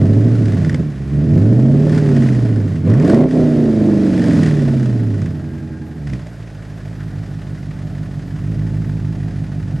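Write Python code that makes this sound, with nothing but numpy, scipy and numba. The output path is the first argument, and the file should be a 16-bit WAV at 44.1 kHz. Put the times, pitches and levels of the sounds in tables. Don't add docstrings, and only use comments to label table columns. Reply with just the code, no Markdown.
import sys
import numpy as np
from scipy import signal
from scipy.fft import rfft, irfft
from scipy.io import wavfile
from scipy.ndimage import uniform_filter1d
from numba import njit

SR = 44100
rng = np.random.default_rng(int(sys.argv[2]) if len(sys.argv) > 2 else 0)


def store_pcm(level_fs):
    pcm = np.round(np.clip(level_fs, -1, 1) * 32767).astype(np.int16)
    wavfile.write(sys.argv[1], SR, np.atleast_2d(pcm).T)


def makeup_ratio(level_db):
    decades = np.asarray(level_db, float) / 20
    return 10 ** decades


N = 432180
RUSH_DB = -42


def smooth(x, seconds):
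    length = int(seconds * SR)
    return uniform_filter1d(uniform_filter1d(x, length), length)


def even(x, seconds):
    return x / np.sqrt(smooth(x ** 2, seconds) + 1e-12)


def curve(at, table):
    places, *columns = np.transpose(table)
    return np.squeeze([np.interp(at, places, column) for column in columns])


def tent(t, at, half):
    return np.clip(1 - np.abs(t - at) / half, 0, 1)


def colour(x, table):
    hz, db = np.transpose(table)
    bins = np.maximum(np.fft.rfftfreq(len(x), 1 / SR), 1)
    gain = makeup_ratio(np.interp(np.log(bins), np.log(hz), db, left=-80, right=-80))
    y = irfft(rfft(x) * gain, len(x))
    return y / y.std()


@njit
def svf(x, hz, width):
    y, band, low, g, k = np.empty(len(x)), 0., 0., 0., 0.
    for i in range(len(x)):
        if i == 0 or hz[i] != hz[i - 1]:
            g, k = np.tan(np.pi * hz[i] / SR), width[i] / hz[i]
        v = (band + g * (x[i] - low)) / (1 + g * (g + k))
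        band, low, y[i] = 2 * v - band, low + 2 * g * v, k * v
    return y


def ring(x, modes):
    total = 0
    for k, (hz, width, db) in enumerate(modes):
        total = total + (-1) ** k * makeup_ratio(db) * svf(x, np.full(N, 1. * hz), np.full(N, 1. * width))
    return total


def spread(x, chambers):
    for hz, width in chambers:
        x = x - 2 * ring(x, [(hz, width, 0)])
    return x


def clicks(seconds, size):
    at = np.clip(seconds * SR, 0, N - 2)
    whole = at.astype(int)
    part = at - whole
    return np.bincount(whole, size * (1 - part), N) + np.bincount(whole + 1, size * part, N)


def puff(x, rise_s, fall_s):
    t = np.arange(int(.06 * SR)) / SR
    shape = 2 * (1 - np.exp(-t / rise_s)) ** 2 * np.exp(-t / fall_s)
    return signal.fftconvolve(x, shape)[:N]


def flutter(smooth_s, level_s):
    steps = np.repeat(rng.standard_normal(N // 2000 + 1), 2000)[:N]
    return even(smooth(steps, smooth_s), level_s)


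def controls(t):
    # time in seconds, firing rate in Hz.
    revs = [(0, 96.9), (.34, 117.1), (.74, 84.6), (.97, 65.8), (1.2, 73.9), (1.32, 90.23), (1.68, 137.1),
            (1.93, 157), (2.8, 89.35), (2.9, 98.15), (3.23, 260.2), (3.42, 250.6), (3.76, 216.6),
            (4.08, 192.5), (4.5, 152.7), (5.36, 87.04), (5.9, 83.1), (6.2, 59.57)]
    # time in seconds, cylinder filling in dB.
    filling = [(0, 1), (.2, 1), (.5, -3), (.8, -1), (.92, -8), (1.06, -6.5), (1.2, 2.5), (1.55, 1),
               (2.2, 2), (2.78, -6.5), (2.9, 3), (3.24, -0.5), (3.5, -2.5), (4.4, 1.5), (5.1, -6),
               (5.5, -9), (6.2, -10.5)]
    # time in seconds, firing rate in Hz, filling in dB.
    idling = [(6.56, 52.6, -6), (7.05, 52.62, 0), (7.7, 49.23, 1), (7.98, 50.44, 3), (8.26, 47.22, 1.5),
              (8.54, 53.4, 6), (8.8, 52.8, 5.5), (9.62, 49.66, 4), (9.8, 48.9, 5)]
    # time in seconds, half length in seconds, filling change in dB.
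    cuts = [
        (0.71, 0.014, -1),
        (0.81, 0.052, 2),
        (0.819, 0.0086, -7),
        (2.825, 0.033, -3.5),
        (3.305, 0.048, -5.5),
    ]
    # firing rate in Hz, then levels of note, throb, bark and gas in dB.
    levels = [(50.3, -39, -27, -42.5, -45), (64.4, -24, -18.5, -21.5, -44), (82.8, -27, -21, -21.5, -44.5),
              (96.5, -15.5, -12, -16.5, -40), (105.5, -11.5, -23, -16, -41), (155, -12.5, -22, -16, -39.5),
              (152.3, -11.5, -18.5, -16, -37), (175, -16, -18.5, -13.5, -38.5), (202, -13.5, -20, -15, -39),
              (257, -14, -15, -12.5, -35.5)]
    follow = [0.88, 1.14, 1.19, 0.16]
    # time in seconds, half length in seconds, extra throb in dB, extra gas in dB.
    burbles = [
        (0.672, 1, 3, 4),
        (6.135, 0.11, 11.5, 7),
    ]
    # time and half length in seconds, then change of note, bark and gas in dB.
    rasps = [
        (0.877, 0.098, -10, 0, -2),
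        (1.957, 0.21, -3, -1, 3.5),
        (2.251, 0.33, -2.5, -2.5, 6.5),
        (3.106, 0.083, -2, 1.5, 8.5),
        (4.376, 0.68, -2.5, -1, 6.5),
        (6.135, 0.0826, 5, 4, -2),
    ]
    # firing rate in Hz, random scatter of the firings in dB.
    scatter_law = [(55, .3), (85, .8), (150, 1), (200, 1.8)]

    hz = smooth(curve(t, revs + [row[:2] for row in idling]), .07)
    load_db = curve(t, filling + [row[::2] for row in idling])
    load_db = load_db + sum(db * tent(t, at, half) for at, half, db in cuts)
    layers_db = curve(hz, levels) + np.outer(follow, load_db)
    burble = 0
    for at, half, throb_db, gas_db in burbles:
        swell = tent(t, at, half)
        layers_db = layers_db + np.outer([0, throb_db, 0, gas_db], swell)
        burble = burble + swell
    for at, half, note_db, bark_db, gas_db in rasps:
        layers_db = layers_db + np.outer([note_db, 0, bark_db, gas_db], tent(t, at, half))
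    scatter_db = curve(hz, scatter_law) + 2.2 * burble
    return hz, layers_db, scatter_db, load_db


def firings(hz, scatter_db, jitter_s=.00009):
    # strength in dB, lateness in ms.
    idle = [(-.4, -1.33), (-1.5, -.19), (-.7, 1.31), (1.1, -1.2), (-.5, 0), (-1.3, .44), (1.8, .83),
            (1.6, .13)]
    revved = [(-3, 1.8), (-4, -0.44), (-5.5, 3.5), (-4.5, -0.5), (-3.5, 1.04), (-6, 1.92), (-12, 3.5),
              (-8.5, 1.32)]
    racing = [(.7, .64), (-9.4, -.3), (2.8, .39), (3.5, .11), (-3.9, -.43), (1.7, -.34), (.4, .61),
              (4.2, -.69)]
    pattern_hz = [53, 135, 215]
    # firing rate in Hz, place between the patterns (0 idle, 1 revved, 2 racing).
    blend = [(74, 0.11), (96, 0.744), (172, 0.74), (200, 2)]
    # firing rate in Hz, slow wander of each cylinder's filling in dB.
    drift_law = [(55, .15), (90, .8), (150, 1.1), (200, 2.6)]

    fired = np.cumsum(hz) / SR
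    count = np.arange(int(fired[-1]))
    times = np.interp(count, fired, np.arange(N) / SR)
    index = (times * SR).astype(int)
    rate = hz[index]
    patterns = np.array([idle, revved, racing])[:, (count - 1) % 8]
    place = np.interp(rate, *np.transpose(blend))
    share = np.clip(1 - np.abs(place - np.arange(3)[:, None]), 0, 1)
    db = (share * patterns[..., 0]).sum(axis=0)
    late_s = (share * patterns[..., 1] * np.array(pattern_hz)[:, None]).sum(axis=0) / rate / 1000
    chance = rng.standard_normal((N // 200, 3))[count].T
    rough = scatter_db[index]
    wander = 2 * uniform_filter1d(rng.standard_normal((N // 1600, 8)), size=4, axis=0).ravel()[count]
    db = db + curve(rate, drift_law) * wander
    fire_s = times + late_s + jitter_s * rough * chance[0]
    return fire_s, makeup_ratio(db + rough * chance[1]), chance[2], fired, times


def pipes(times, sizes, chance, steady_times, hz, note_db, throb_db, bark_db, gas_db):
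    # frequency in Hz, level in dB.
    pipe_shape = [(25, -44.5), (60, -18), (92, -5), (108, 3.5), (128, -2.5), (148, 5), (172, -2), (200, -9),
                  (228, -16), (270, -4), (400, -49.5)]
    silencer_shape = [(150, -8), (205, 1), (240, 6), (300, 1.5), (350, -7), (414, -6.5), (480, -15.5),
                      (641, -17), (769, -31.5), (941, -52), (1400, -36)]
    rumble_shape = [(20, -32.5), (35, -9), (70, 10), (110, -33.5)]
    # firing rate in Hz, how far the banks cancel each other's low lumps (0 to 1).
    balance_law = [(55, .9), (70, 0)]
    # firing rate in Hz, share of the uneven part in the throb.
    lump_law = [(50, 1), (62, .6), (85, .9), (150, 1.01), (250, 1.01)]
    # firing rate in Hz, amount of swirling noise between pulses.
    swirl_law = [(55, .08), (90, .18), (150, .2), (200, .32)]

    pulses = clicks(times, sizes)
    steady = clicks(steady_times, uniform_filter1d(sizes, size=16))
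    uneven, balanced, lump = pulses - steady, curve(hz, balance_law), curve(hz, lump_law)
    note = svf(svf(pulses - balanced * uneven, hz, hz / 8), hz, hz / 8)
    uneven = uneven - .4 * balanced * svf(uneven, 2 * hz, hz / 3)
    lumpy = steady + lump * uneven
    throb = colour(lumpy - svf(lumpy, hz, hz / 6), pipe_shape)
    throb = spread(throb, [(146, 52.4), (240, 48.6)])
    late = clicks(times + 0.00014 * chance, sizes)
    late = steady + lump * (late - steady)
    late = late + curve(hz, swirl_law) * np.sqrt(hz / SR) * rng.standard_normal(N)
    steepness = 5.9 * (hz / 230) ** 2 * makeup_ratio(3.8 * (bark_db + 10.0))
    late = late + steepness * ring(late, [(620, 340, 0.21), (1110, 160, -1)])
    bark = colour(late - svf(late, hz, hz / 6), silencer_shape)
    bark = spread(bark, [(146, 47.0), (240, 52.0), (282, 71), (420, 69), (600, 195)])
    rumble_db = -36.5 + 2.5 * np.minimum(gas_db + 40.5, 0)
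    rumble = makeup_ratio(rumble_db) * colour(rng.standard_normal(N), rumble_shape)
    note, throb, bark = even(note, 0.064), even(throb, 0.37), even(bark, 0.2)
    return makeup_ratio(note_db) * note + makeup_ratio(throb_db) * throb + rumble + makeup_ratio(bark_db) * bark


def overtones(fired, hz, load_db):
    orders = [1.25, 1.625, 1.75, 2, 2.75]
    # firing rate in Hz, then the level of each multiple in dB.
    strengths = [(49.6, -49, -67, -60, -32.5, -33.5), (69, -40, -42, -46, -28, -40),
                 (96, -33, -22, -28.5, -23, -35), (150, -28, -28, -28.5, -40, -30),
                 (210, -30, -23.5, -32.5, -41, -39.5), (255, -32, -31, -29, -34, -49)]
    total = 0
    for order, db in zip(orders, curve(hz, strengths)):
        waver = makeup_ratio(4 * flutter(.025, 3.))
        total = total + makeup_ratio(db + load_db) * waver * np.cos(2 * np.pi * order * fired)
    return total


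def jet():
    # frequency in Hz, level in dB per Hz.
    gas_shape = [(410, -40.5), (700, -5.5), (946, -11.5), (1040, -7.5), (1160, -10.5), (1900, -11),
                 (2150, -16.5), (2340, -14), (2700, -16), (4760, -19.5), (6760, -22.5), (11500, -33.5),
                 (12500, -52), (16200, -86), (22000, -120)]
    # frequency in Hz, width in Hz, level over the jet in dB.
    tips = [(876, 18, 6.5), (990, 7.3, 6.5), (1470, 8.4, 7.5), (1430, 30, -7), (1920, 530, -6),
            (3340, 50, -39), (4930, 640, -9)]
    noise = rng.standard_normal(N)
    return colour(noise + 1.02 * ring(noise, tips), gas_shape)


def gas(fired, hz, gas_db):
    t = np.arange(N) / SR
    first = np.interp(np.arange(1, fired[-1], 4), fired, t)
    second = np.interp(np.arange(2.37, fired[-1], 4), fired, t)
    chance = makeup_ratio(2.2 * rng.standard_normal((N // 800, 2)).T)
    weak = makeup_ratio(np.interp(np.interp(second, t, hz), [55, 110], [-1.5, -11]))
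    beats = clicks(first, chance[0, :len(first)]) + clicks(second, weak * chance[1, :len(second)])
    gate = even(puff(beats, .006, .005), .15) + .9
    power = np.maximum(makeup_ratio(2 * gas_db) - makeup_ratio(2 * (RUSH_DB - 15.0)), 0)
    flow = jet()
    rasp = ring(flow, [(1800, 1000, 0.006)])
    rest = flow - rasp
    return np.sqrt(power) * even(gate * rasp + (0.27 * gate + 1.0) * rest, 0.44)


def rush():
    # frequency in Hz, level in dB per Hz.
    rush_shape = [(260, -0.5), (450, -0.5), (656, -1.5), (970, -19), (1920, -11.5), (2510, -25),
                  (4030, -35), (4970, -49.5), (9070, -28.5), (10300, -43), (11700, -33), (12200, -36.5),
                  (12700, -64), (16500, -100), (22000, -120)]
    noise = rng.standard_normal(N)
    bands = 0
    for hz in 368.0 * 2 ** np.arange(6):
        flicker = makeup_ratio(2.8 * flutter(0.013, 3.3))
        bands = bands + flicker ** min(hz / 1600, 1) * svf(noise, np.full(N, hz), np.full(N, 0.5 * hz))
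    return makeup_ratio(RUSH_DB) * colour(bands, rush_shape)


def knocks():
    # time in seconds, peak level in dB, ring in Hz.
    pushes = [(0.048, -24.5, 640), (0.564, -27, 681), (0.616, -30, 614), (0.659, -48, 565),
              (0.743, -24, 517), (1.697, -18, 608), (1.866, -17, 538), (2.11, -22, 543),
              (2.168, -20.5, 656), (2.452, -23, 650), (2.596, -28.5, 495.3), (2.871, -17, 501),
              (3.846, -17, 610), (3.884, -20, 608), (4.004, -19.5, 590), (4.087, -26.5, 554),
              (4.621, -21, 552), (4.676, -23.5, 650), (4.736, -24, 637), (4.857, -25, 608),
              (4.956, -31, 534), (5.216, -40, 551.4)]
    rise_s, fall_s = .0015, 0.0091
    t = np.arange(2000) / SR
    shape = 2 * (1 - np.exp(-t / rise_s)) * np.exp(-t / fall_s)
    out = np.zeros(N)
    for at, db, hz in pushes:
        start = int(at * SR)
        out[start:start + 2000] += makeup_ratio(db - 4) * shape * np.sin(2 * np.pi * hz * t)
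    return out


def pops():
    # time in seconds, peak level in dB, ring in Hz.
    pop_events = [(0.4574, -20.5, 1790), (0.4833, -23, 1770), (0.5224, -22, 1890), (0.648, -18.5, 1827),
                  (0.6958, -16, 1750), (0.745, -15.5, 1970), (1.8697, -24, 1800), (1.896, -19.5, 1707),
                  (1.923, -19.5, 1820), (1.948, -20, 1870), (1.9774, -18, 1490), (1.9994, -25, 1660),
                  (2.0268, -30, 1880), (2.054, -30.5, 1908), (2.1103, -27, 1680), (2.166, -17, 1950),
                  (2.2233, -19, 1890), (2.2877, -21.5, 1950), (2.3497, -25, 1900), (2.382, -43, 1800),
                  (2.453, -26.5, 1526), (2.4862, -29, 1867), (2.5608, -27, 1460), (2.9004, -18, 1290),
                  (2.9384, -20.5, 1700), (2.971, -36, 1660), (2.9993, -21.5, 2000), (3.025, -25, 1730),
                  (3.05, -19.5, 1870), (3.0783, -17.5, 1430), (3.099, -14, 1490), (3.1454, -16, 2020),
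                  (3.2896, -29, 1800), (3.31, -25.5, 1720), (4.0664, -22.5, 1608), (4.13, -26, 1466),
                  (4.178, -22, 1930), (4.219, -19, 1880), (4.2623, -22.5, 1900), (4.2834, -18.5, 1390),
                  (4.3106, -20, 1700), (4.3331, -18.5, 1750), (4.3574, -27, 1726), (4.4074, -32, 1310),
                  (4.433, -12.5, 1740), (4.4602, -17, 1970), (4.4836, -20, 1810), (4.5111, -20, 1950),
                  (4.593, -25, 1850), (4.6204, -21.5, 1680), (4.797, -24, 1340), (4.8294, -28, 1583),
                  (4.8586, -24.5, 1464), (5.138, -41, 1710), (5.218, -23, 1800), (5.2593, -25.5, 1860),
                  (6.073, -26, 1885), (6.1355, -22.5, 1950),
                  (0.5463, -28, 1860), (0.5874, -39, 1659), (0.616, -35, 1870), (0.7173, -32, 1940),
                  (0.7298, -26, 1920), (0.758, -29, 1600), (2.7576, -28, 1877), (3.1207, -30, 1535),
                  (3.174, -35, 1350), (3.2144, -27, 1380), (3.4007, -30, 1330), (4.196, -21, 1654),
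                  (4.2413, -15.5, 1830), (4.385, -24, 1930), (4.539, -26, 1857), (4.677, -31, 1840),
                  (4.7331, -31, 1400), (4.9564, -39, 1940), (6.0994, -27, 1870), (6.2344, -41, 1512),
                  (6.2698, -28, 1707)]
    s, db, ring_hz = np.transpose(sorted(pop_events))
    hits = clicks(s - 0.0026, makeup_ratio(db + 6))
    latest = np.searchsorted(s - .008, np.arange(N) / SR) - 1
    centre = ring_hz[np.clip(latest, 0, None)]
    push, flow = puff(hits, 0.00025, 0.00075), jet()
    knock = ring(push, [(620, 290, -8)]) + makeup_ratio(-9.0) * svf(push, centre, .3 * centre)
    rasp = makeup_ratio(5.0) * svf(flow, centre, 0.19 * centre)
    rasp = rasp + ring(flow, [(1220, 270, -5.5), (3520, 400, -0.5), (4840, 1100, -2.0), (8650, 3300, -1.5)])
    return makeup_ratio(-1.0) * puff(hits, 0.0029, 0.0026) * rasp + makeup_ratio(-5) * knock


def thuds():
    # time in seconds, peak level in dB, pitch in Hz.
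    bangs = [
        (.8, -9, 150),
        (1.27, -18, 170),
        (3.4, -18, 110),
        (3.438, -11, 110.2),
        (6.103, -26, 150),
        (6.233, -17, 127.8),
        (6.27, -34.5, 584),
    ]
    t = np.arange(N) / SR
    return sum(makeup_ratio(db) * np.sin(2 * np.pi * hz * (t - at)) * tent(t, at, 0.014) ** 2 for at, db, hz in bangs)


def blast(fired):
    # starts, full, holds until, gone [s].
    blast_s = [2.85, 2.89, 3.24, 3.3]
    t = np.arange(N) / SR
    howl = ring(rng.standard_normal(N), [(550, 110, 6.5), (1110, 96, 5.0), (1350, 150, -0.5), (1950, 740, -3.5)])
    bursts = 0.51 + np.cos(np.pi * fired / 4) ** 4
    return makeup_ratio(-29) * np.interp(t, blast_s, [0.13, 0.6, 0.63, 0]) * bursts * howl / howl.std()


def belt(fired):
    # starts, full, holds until, gone [s].
    hang_s = [5.2, 5.4, 5.95, 6.2]
    quiet_db, hang_db = -63, -35.5
    hum = np.sin(2 * np.pi * 15 / 4 * fired)
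    hiss = even(ring(rng.standard_normal(N), [(839, 8.6, -21.5), (1608, 24, -24.5)]), .5)
    level_db = np.interp(np.arange(N) / SR, hang_s, [quiet_db, hang_db, hang_db, quiet_db])
    return makeup_ratio(level_db) * (hum + makeup_ratio(-14.5) * hiss)


def side_hiss(gas_db):
    # frequency in Hz, level in dB.
    hiss_shape = [(25, -9), (200, -22), (600, 12.5), (1300, -5), (2400, -14.5), (5000, -14.5), (8000, -11),
                  (10500, -7.5), (11500, -32.5)]
    hiss = makeup_ratio(-68.5 + .6 * (gas_db + 52.5)) * colour(rng.standard_normal(N), hiss_shape)
    return hiss + makeup_ratio(gas_db - 26) * ring(jet(), [(1500, 2500, 0)])


def scene():
    # time in seconds, half length in seconds, change in dB.
    lulls = [
        (1.003, 0.35, -2),
        (2.833, 0.04, -4),
        (3.255, 0.064, -10),
        (5.73, 0.57, -2.5),
    ]
    balance_db, side_lag_s = -1.86, .00003
    t = np.arange(N) / SR
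    hz, (note_db, throb_db, bark_db, gas_db), scatter_db, load_db = controls(t)
    times, sizes, chance, fired, steady_times = firings(hz, scatter_db)
    low = -pipes(times, sizes, chance, steady_times, hz, note_db, throb_db, bark_db, gas_db)
    low = low + overtones(fired, hz, load_db) + thuds() + knocks()
    lull = makeup_ratio(sum(db * tent(t, at, half) for at, half, db in lulls))
    high = lull * (gas(fired, hz, gas_db) + rush()) + pops() + belt(fired) + blast(fired)
    left = np.interp(t + side_lag_s, t, low) * makeup_ratio(balance_db / 2) + high * makeup_ratio(-2.5)
    right = low * makeup_ratio(-balance_db / 2) + high * makeup_ratio(-2.47)
    side = side_hiss(gas_db)
    return np.array([left + side, right - side])


def low_pass(x):
    return signal.sosfilt(signal.butter(12, 12850, fs=SR, output="sos"), x)


def record(dry):
    ends = np.clip(np.minimum(np.arange(N), np.arange(N)[::-1]) / 100, 0, 1)
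    return low_pass(ends * np.tanh(1.134 * dry) / 1.059)


dry = scene()
out = record(dry)
store_pcm(out)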